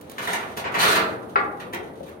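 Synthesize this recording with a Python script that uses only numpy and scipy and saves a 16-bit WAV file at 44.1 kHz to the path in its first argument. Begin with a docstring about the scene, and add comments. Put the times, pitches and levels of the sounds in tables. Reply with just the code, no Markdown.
"""Under a low, echoing roof, stones and grit are scraped over rough ground.
Short crunching scuffs lead to one long drag that ends in a soft thud; one stone knocks against
another, then light scuffs and faint knocks follow over a dull background. Grinding and grit are
dense random micro-fractures, filtered; knocks and bumps are clicks ringing damped stone modes."""
import sys
import numpy as np
from scipy import signal
from scipy.fft import rfft, irfft
from scipy.io import wavfile

SR = 44100
rng = np.random.default_rng(int(sys.argv[2]) if len(sys.argv) > 2 else 0)


def transcribe(signal):
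    """Save signal, clipped to [-1, 1], as a 16-bit WAV file at the path in sys.argv[1]."""
    frames = np.atleast_2d(signal).T
    limited = np.clip(frames, -1, 1)
    pcm = np.round(limited * 32767).astype(np.int16)
    wavfile.write(sys.argv[1], SR, pcm)


N = 97020
T = np.arange(N) / SR

# stone grinding in a scuff (frequency [Hz], relative density [dB])
SCUFF_SPECTRUM = [(60, -29), (150, -5), (300, -5.5), (550, 1), (1000, 3.5), (1900, 3.5), (3200, -5.5),
                  (4500, -17), (8000, -27), (16000, -70)]
# grit breaking (frequency [Hz], relative density [dB])
GRIT_SPECTRUM = [(200, 0.5), (1500, -7.5), (3500, 11), (5200, -1), (6400, 4), (7400, -6), (9000, 5),
                 (11000, -4), (12000, 0), (14500, -5), (15800, -6)]
GRIND_PER_S, GRIND_SPREAD_DB = 2500, 6
GRIT_PER_S, GRIT_SPREAD_DB = 1800, 3.5


def from_db(db):
    """Decibels to gain."""
    return 10 ** (np.asarray(db) / 20)


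def unit_rms(x):
    """Scale to rms 1."""
    return x / np.sqrt(np.mean(x ** 2) + 1e-20)


def at_hz(points, hz):
    """Interpolate a table over log frequency."""
    table_hz, value = np.transpose(points)
    return np.interp(np.log(np.maximum(hz, 1)), np.log(table_hz), value)


def panned(x, pan_db):
    """Stereo placement; pan_db is left minus right."""
    return x * from_db(np.array([[.5], [-.5]]) * pan_db)


def coloured(x, spectrum):
    """Minimum-phase filter of unit power with the given spectrum."""
    size = 8192
    bin_hz = np.arange(size // 2 + 1) * SR / size
    cepstrum = irfft(np.log(from_db(at_hz(spectrum, bin_hz))))
    cepstrum[1:size // 2] *= 2
    cepstrum[size // 2 + 1:] = 0
    response = irfft(np.exp(rfft(cepstrum)))
    return signal.fftconvolve(np.atleast_2d(x), [response / np.linalg.norm(response)], axes=1)[:, :N]


def ring(x, hz, t60_s):
    """Damped mode: a unit click starts a sine of height 1."""
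    radius, angle = from_db(-60 / (t60_s * SR)), 2 * np.pi * hz / SR
    return signal.lfilter([0, np.sin(angle)], [1, -2 * radius * np.cos(angle), radius ** 2], x + 1e-18)


def click(at_s):
    """Unit impulse."""
    return 1.0 * (np.arange(N) == int(at_s * SR))


def grains(per_s, spread_db):
    """Tiny fractures: impulses of random time, size and sign; rms 1."""
    sizes = from_db(spread_db * np.minimum(rng.exponential(1, N), 3)) * rng.choice([-1, 1], N)
    return unit_rms(sizes * (rng.random(N) < per_s / SR))


def diffuse_noise():
    """Stereo noise from all sides: coherent in the bass, unrelated in the treble."""
    # likeness of the two sides (frequency [Hz], correlation [-1..1])
    coherence = [(60, 0.97), (200, 0.9), (380, 0.79), (700, 0.17), (1290, -0.3), (2400, 0.029),
                 (16000, -0.0026)]
    # room balance (frequency [Hz], L-R [dB])
    balance = [(100, 2), (200, -3), (380, 5), (700, 1), (1300, -6), (2400, -1), (8000, 2), (16000, 0.5)]
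    mid, side = rfft(rng.standard_normal((2, N)))
    hz = np.arange(len(mid)) * SR / N
    alike = np.clip(at_hz(coherence, hz), -1, 1)
    stereo = np.sqrt((1 + alike) / 2) * mid + np.sqrt((1 - alike) / 2) * side * [[1], [-1]]
    return irfft(panned(stereo, at_hz(balance, hz)), N)


def room_tail(onset_s=0.0021):
    """Dense echoes from roof and walls; the treble dies first."""
    # room decay (frequency [Hz], t60 [s])
    decay = [(100, 0.48), (450, 1.0), (1300, 0.55), (3500, 0.28), (8000, 0.19), (16000, 0.16)]
    noise, tail = rfft(diffuse_noise()), 0
    hz = np.arange(noise.shape[1]) * SR / N
    centres_hz = np.geomspace(100, 16000, num=10)
    for centre_hz, share in zip(centres_hz, np.eye(len(centres_hz))):
        band = irfft(noise * at_hz(np.c_[centres_hz, share], hz), N)
        tail = tail + band * from_db(-60 * T / at_hz(decay, centre_hz))
    return unit_rms(tail * (1 - np.exp(-T / onset_s))) / np.sqrt(N)


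def in_room(x, tail, direct_db, wet_db, lag_s=0.00042):
    """Direct sound, slightly later on the right, plus echoes."""
    x = x * np.ones((2, 1))
    direct = np.array([x[0], np.pad(x[1], (round(lag_s * SR), 0))[:N]])
    return from_db(direct_db) * direct + from_db(wet_db) * signal.fftconvolve(x, tail, axes=1)[:, :N]


def background(hum_hz=84.5, hum_width_hz=2.2, hum_db=-64.5):
    """Dull outdoor noise with a weak, wavering hum."""
    # outdoor noise (frequency [Hz], relative density [dB])
    spectrum = [(25, -20.5), (50, -7), (75, -0.5), (140, -0.5), (240, 2), (340, 1), (470, 2.5), (700, -4.5),
                (1100, -11), (3300, -34), (7000, -44.5), (10000, -32.5), (16000, -44)]
    # slow swell (time [s], level [dB])
    swell = [(0, -43), (.6, -39.5), (1.2, -37.5), (1.8, -39.5), (2.2, -43)]
    # sideways drift (time [s], L-R [dB])
    drift = [(0, -2.5), (1.4, 1), (2.2, 0)]
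    level_db, pan_db = (np.interp(T, *np.transpose(rows)) for rows in (swell, drift))
    hum_t60_s = np.log(1000) / np.pi / hum_width_hz
    hum = from_db(hum_db) * unit_rms(ring(rng.standard_normal(N), hum_hz, hum_t60_s))
    return panned(from_db(level_db) * coloured(diffuse_noise(), spectrum), pan_db) + hum


def settling(per_s=41, level_db=-60.5):
    """Loose grit keeps trickling in sparse grains."""
    return from_db(level_db) * coloured(grains(per_s, GRIT_SPREAD_DB), GRIT_SPECTRUM)


def bumps():
    """Stones settle: each soft contact rings one damped mode."""
    # thuds and faint knocks (time [s], pitch [Hz], level [dB], t60 [s], L-R [dB])
    contacts = [(0.375, 86, -48, 0.082, 0), (0.953, 106, -34, 0.04, 4), (1.018, 85, -33, 0.056, 2),
                (1.075, 570, -28.5, 0.049, 10), (1.12, 310, -24, 0.054, 5), (1.736, 350, -31.5, 0.4, 5),
                (1.821, 446, -30, 0.17, 0.5), (2.007, 562, -26, 0.054, 5.5),
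                (2.008, 747, -35.5, 0.048, 10.5), (2.091, 364, -34, 0.066, 1)]
    return sum(panned(from_db(db) * ring(click(at_s), hz, t60_s), pan_db)
               for at_s, hz, db, t60_s, pan_db in contacts)


def sand_ticks(rise_s=0.0021):
    """Sand grains snap close by in crisp bursts."""
    # snaps (time [s], level [dB], L-R [dB])
    snaps = [(0.01, -40, -3), (0.096, -38, -2), (0.114, -39, -9.5), (0.272, -31, -1), (0.574, -35.5, 2),
             (1.732, -38.5, 8), (1.743, -34.5, 2), (2.065, -52, 2), (2.081, -46, 2), (2.092, -50, 3)]
    # snapping sand (frequency [Hz], relative density [dB])
    spectrum = [(500, -15), (2500, 0.5), (5000, -5.5), (8500, -1), (13000, -1.5), (16000, 2)]
    envelope = 0
    for at_s, db, pan_db in snaps:
        age = np.maximum(T - at_s, 0) / rise_s
        envelope = envelope + panned(from_db(db) * age * np.exp(1 - age), pan_db)
    return coloured(envelope * grains(per_s=1200, spread_db=-3), spectrum)


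def chips(decay_s=0.0025):
    """Single chips snap under the stone, each a brief noise burst."""
    # cracks (time [s], dull part [dB], bright part [dB])
    cracks = [(0.185, -45, -31), (0.274, -11.5, -28), (0.333, -11.5, -16), (0.573, -20, -23),
              (0.742, -14, -26), (0.806, -18, -27), (0.959, -13.5, -29), (0.965, -12.5, -27),
              (0.985, -40, -31), (1.735, -19, -29)]
    at_s, dull_db, bright_db = np.transpose(cracks)
    age_s = T - at_s[:, None]
    envelopes = (age_s > 0) * np.exp(-np.abs(age_s) / decay_s)
    dull, bright = rng.standard_normal((2, N))
    return (coloured(dull * (from_db(dull_db) @ envelopes), SCUFF_SPECTRUM)
            + coloured(bright * (from_db(bright_db) @ envelopes), GRIT_SPECTRUM))


def stroke(at_s, length_s, bite_db, attack_s=0.0054, bite_s=0.012, release_s=0.0024):
    """Pressure of one short contact: bite, hold, release."""
    age_s = np.maximum(T - at_s, 0)
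    attack = np.clip(age_s / attack_s, 0, 1)
    bite = from_db(bite_db * np.exp(-(age_s / bite_s) ** 2))
    release = np.exp(-np.maximum(age_s - length_s, 0) / release_s)
    return attack * bite * release


def scuffs():
    """Short shoves grind stone on stone and crush grit."""
    # shoves (time [s], length [s], grinding [dB], grit [dB], bite [dB], L-R [dB])
    shoves = [(0.008, 0.08, -59, -63, 10, 3), (0.099, 0.17, -54.5, -55.5, 14, -0.5),
              (0.179, 0.014, -33, -45.5, 13, 2.5), (0.207, 0.045, -37, -36.5, 0, -2),
              (0.274, 0.05, -43, -36.5, 7.5, -2), (0.325, 0.03, -37, -39.5, 9.5, 2),
              (0.382, 0.057, -37, -47, 1, -0.5), (0.455, 0.074, -50.5, -50.5, 2, -0.5),
              (0.565, 0.036, -40, -38, 7, -1.5), (0.638, 0.039, -30.5, -62, 8.5, 2),
              (0.713, 0.027, -38.5, -46.5, 2, -2), (0.745, 0.061, -31.5, -47.5, 15.5, 4.5),
              (1.595, 0.015, -36.5, -44, 2.5, -1), (1.723, 0.022, -32, -42.5, -3, 2.5),
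              (2.057, 0.034, -49.5, -56, 7, -1)]
    grind = grit = 0
    for at_s, length_s, grind_db, grit_db, bite_db, pan_db in shoves:
        pressure = panned(stroke(at_s, length_s, bite_db), pan_db)
        grind = grind + from_db(grind_db) * pressure
        grit = grit + from_db(grit_db) * pressure
    grinding = coloured(grind * grains(GRIND_PER_S, GRIND_SPREAD_DB), SCUFF_SPECTRUM)
    crackle = coloured(grit * grains(GRIT_PER_S, GRIT_SPREAD_DB), GRIT_SPECTRUM)
    return grinding + panned(crackle, pan_db=4)


def knock(tail, soften_hz=2940, crush_db=4.5, crush_s=0.0059, wall_s=0.038, wall_db=-14):
    """Stone hits stone twice in quick succession: brief crush, hollow ring, slap off the wall."""
    # double contact (time [s], level [dB])
    contacts = [(1.3568, -18), (1.36125, -19)]
    # struck stone (frequency [Hz], gain [dB], t60 [s], radiation into the room [dB])
    modes = [(310, -15, 0.056, 4), (400, -14, 0.13, 1), (467, -13.5, 0.1, -2), (812, -1, 0.15, 5.5),
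             (880, -17, 0.062, 0), (1156, 0, 0.075, 2), (1374, 9.5, 0.051, -22), (1550, -5, 0.012, -8),
             (1670, -18, 0.05, 3), (1930, -9, 0.047, -9), (1990, -11, 0.025, 12), (2620, -36, 0.038, 0)]
    # crush at the contact (frequency [Hz], relative density [dB])
    spectrum = [(40, -33), (120, -27), (300, -5.5), (600, -5.5), (850, 5.5), (1400, 6.5), (2300, -1),
                (2900, -13.5), (4500, -20), (6000, -40.5), (16000, -74)]
    blow = sum(from_db(db) * click(at_s) for at_s, db in contacts)
    blow = signal.sosfilt(signal.butter(2, soften_hz, fs=SR, output="sos"), blow + 1e-18)
    direct = radiated = 0
    for k, (hz, db, t60_s, room_db) in enumerate(modes):
        mode = (-1) ** k * from_db(db) * ring(blow, hz, t60_s)
        direct = direct + mode
        radiated = radiated + from_db(room_db) * mode
    ringing = (in_room(direct, tail, direct_db=0, wet_db=-np.inf)
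               + in_room(radiated, tail, direct_db=-np.inf, wet_db=-8))
    pressure = sum(from_db(db + crush_db) * np.sin(np.pi * np.clip((T - at_s) / crush_s, 0, 1))
                   for at_s, db in contacts)
    crush = coloured(pressure * rng.standard_normal(N), spectrum)
    slap = from_db(wall_db) * np.pad(radiated + crush[0], (int(wall_s * SR), 0))[:N]
    return panned(ringing + in_room(crush, tail, direct_db=-2.5, wet_db=-0.92) + slap, pan_db=3)


def lurches(per_s=90, depth_db=3.5):
    """Uneven friction: the gain wanders as the stone catches and slips."""
    wander = np.interp(T * per_s, np.arange(N), rng.standard_normal(N))
    return from_db(depth_db * np.clip(wander, -2, 2))


def crumbs(pressure, low_hz=2600, high_hz=13940, t60_cycles=64, relative_db=-8.5):
    """Coarse crumbs burst under pressure, each pinging at a random pitch."""
    pitches_hz = np.geomspace(low_hz, high_hz, num=24)
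    bursts = pressure * grains(per_s=260, spread_db=3)
    pitch_index = rng.integers(0, len(pitches_hz), N)
    pings = sum(ring(bursts * (pitch_index == k), hz, t60_cycles / hz)
                for k, hz in enumerate(pitches_hz))
    return from_db(relative_db) * unit_rms(pings) * pressure.std()


def drag():
    """Long slide: dense slips shake the stone while grit breaks beneath it."""
    # course of the slide (time [s], grinding [dB], grit [dB])
    course = [(0.765, -34, -51), (0.785, -27.5, -31.5), (0.829, -20.5, -24.5), (0.865, -26.5, -32),
              (0.892, -23.5, -24.5), (0.929, -20.5, -28.5), (0.964, -22.5, -29), (0.988, -28.5, -44),
              (1.05, -35, -47.5), (1.139, -54, -57)]
    # grinding (frequency [Hz], relative density [dB])
    spectrum = [(60, -23.5), (130, -6), (280, -2.5), (430, 4.5), (850, 1.5), (1400, 10), (2200, 5),
                (3000, -1), (4400, 1), (5400, -17.5), (16000, -15.5)]
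    # dragged stone (frequency [Hz], level re slips [dB], t60 [s])
    modes = [(198.4, -24, 0.18), (384, -27, 0.19), (458.4, -15, 0.22), (652, -23, 0.62)]
    times_s, *levels_db = np.transpose(course)
    friction = lurches()
    grind, grit = (friction * from_db(np.interp(T, times_s, db, left=-120, right=-120))
                   for db in levels_db)
    slips = grind * grains(GRIND_PER_S, GRIND_SPREAD_DB)
    body = sum(from_db(db) * unit_rms(ring(slips, hz, t60_s)) for hz, db, t60_s in modes) * slips.std()
    crackle = coloured(grit * grains(GRIT_PER_S, GRIT_SPREAD_DB), GRIT_SPECTRUM) + crumbs(grit)
    return coloured(slips, spectrum) + body + panned(crackle, pan_db=2.5)


def scene():
    """All contacts share one echoing space, over the background."""
    tail = room_tail()
    scraping = scuffs() + chips() + drag() + settling()
    return (in_room(scraping, tail, direct_db=-7.5, wet_db=-1.28)
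            + knock(tail)
            + in_room(sand_ticks(), tail, direct_db=0, wet_db=-6)
            + in_room(bumps(), tail, direct_db=-0.27, wet_db=-7)
            + background())


def record(dry):
    """Small microphone: deep bass lost, top cut steeply."""
    low_cut_hz, high_cut_hz = 77, 15900
    thin = signal.sosfilt(signal.butter(3, low_cut_hz, "high", fs=SR, output="sos"), dry)
    return signal.sosfilt(signal.ellip(12, .2, 80, high_cut_hz, fs=SR, output="sos"), thin)


dry = scene()
out = record(dry)
transcribe(out)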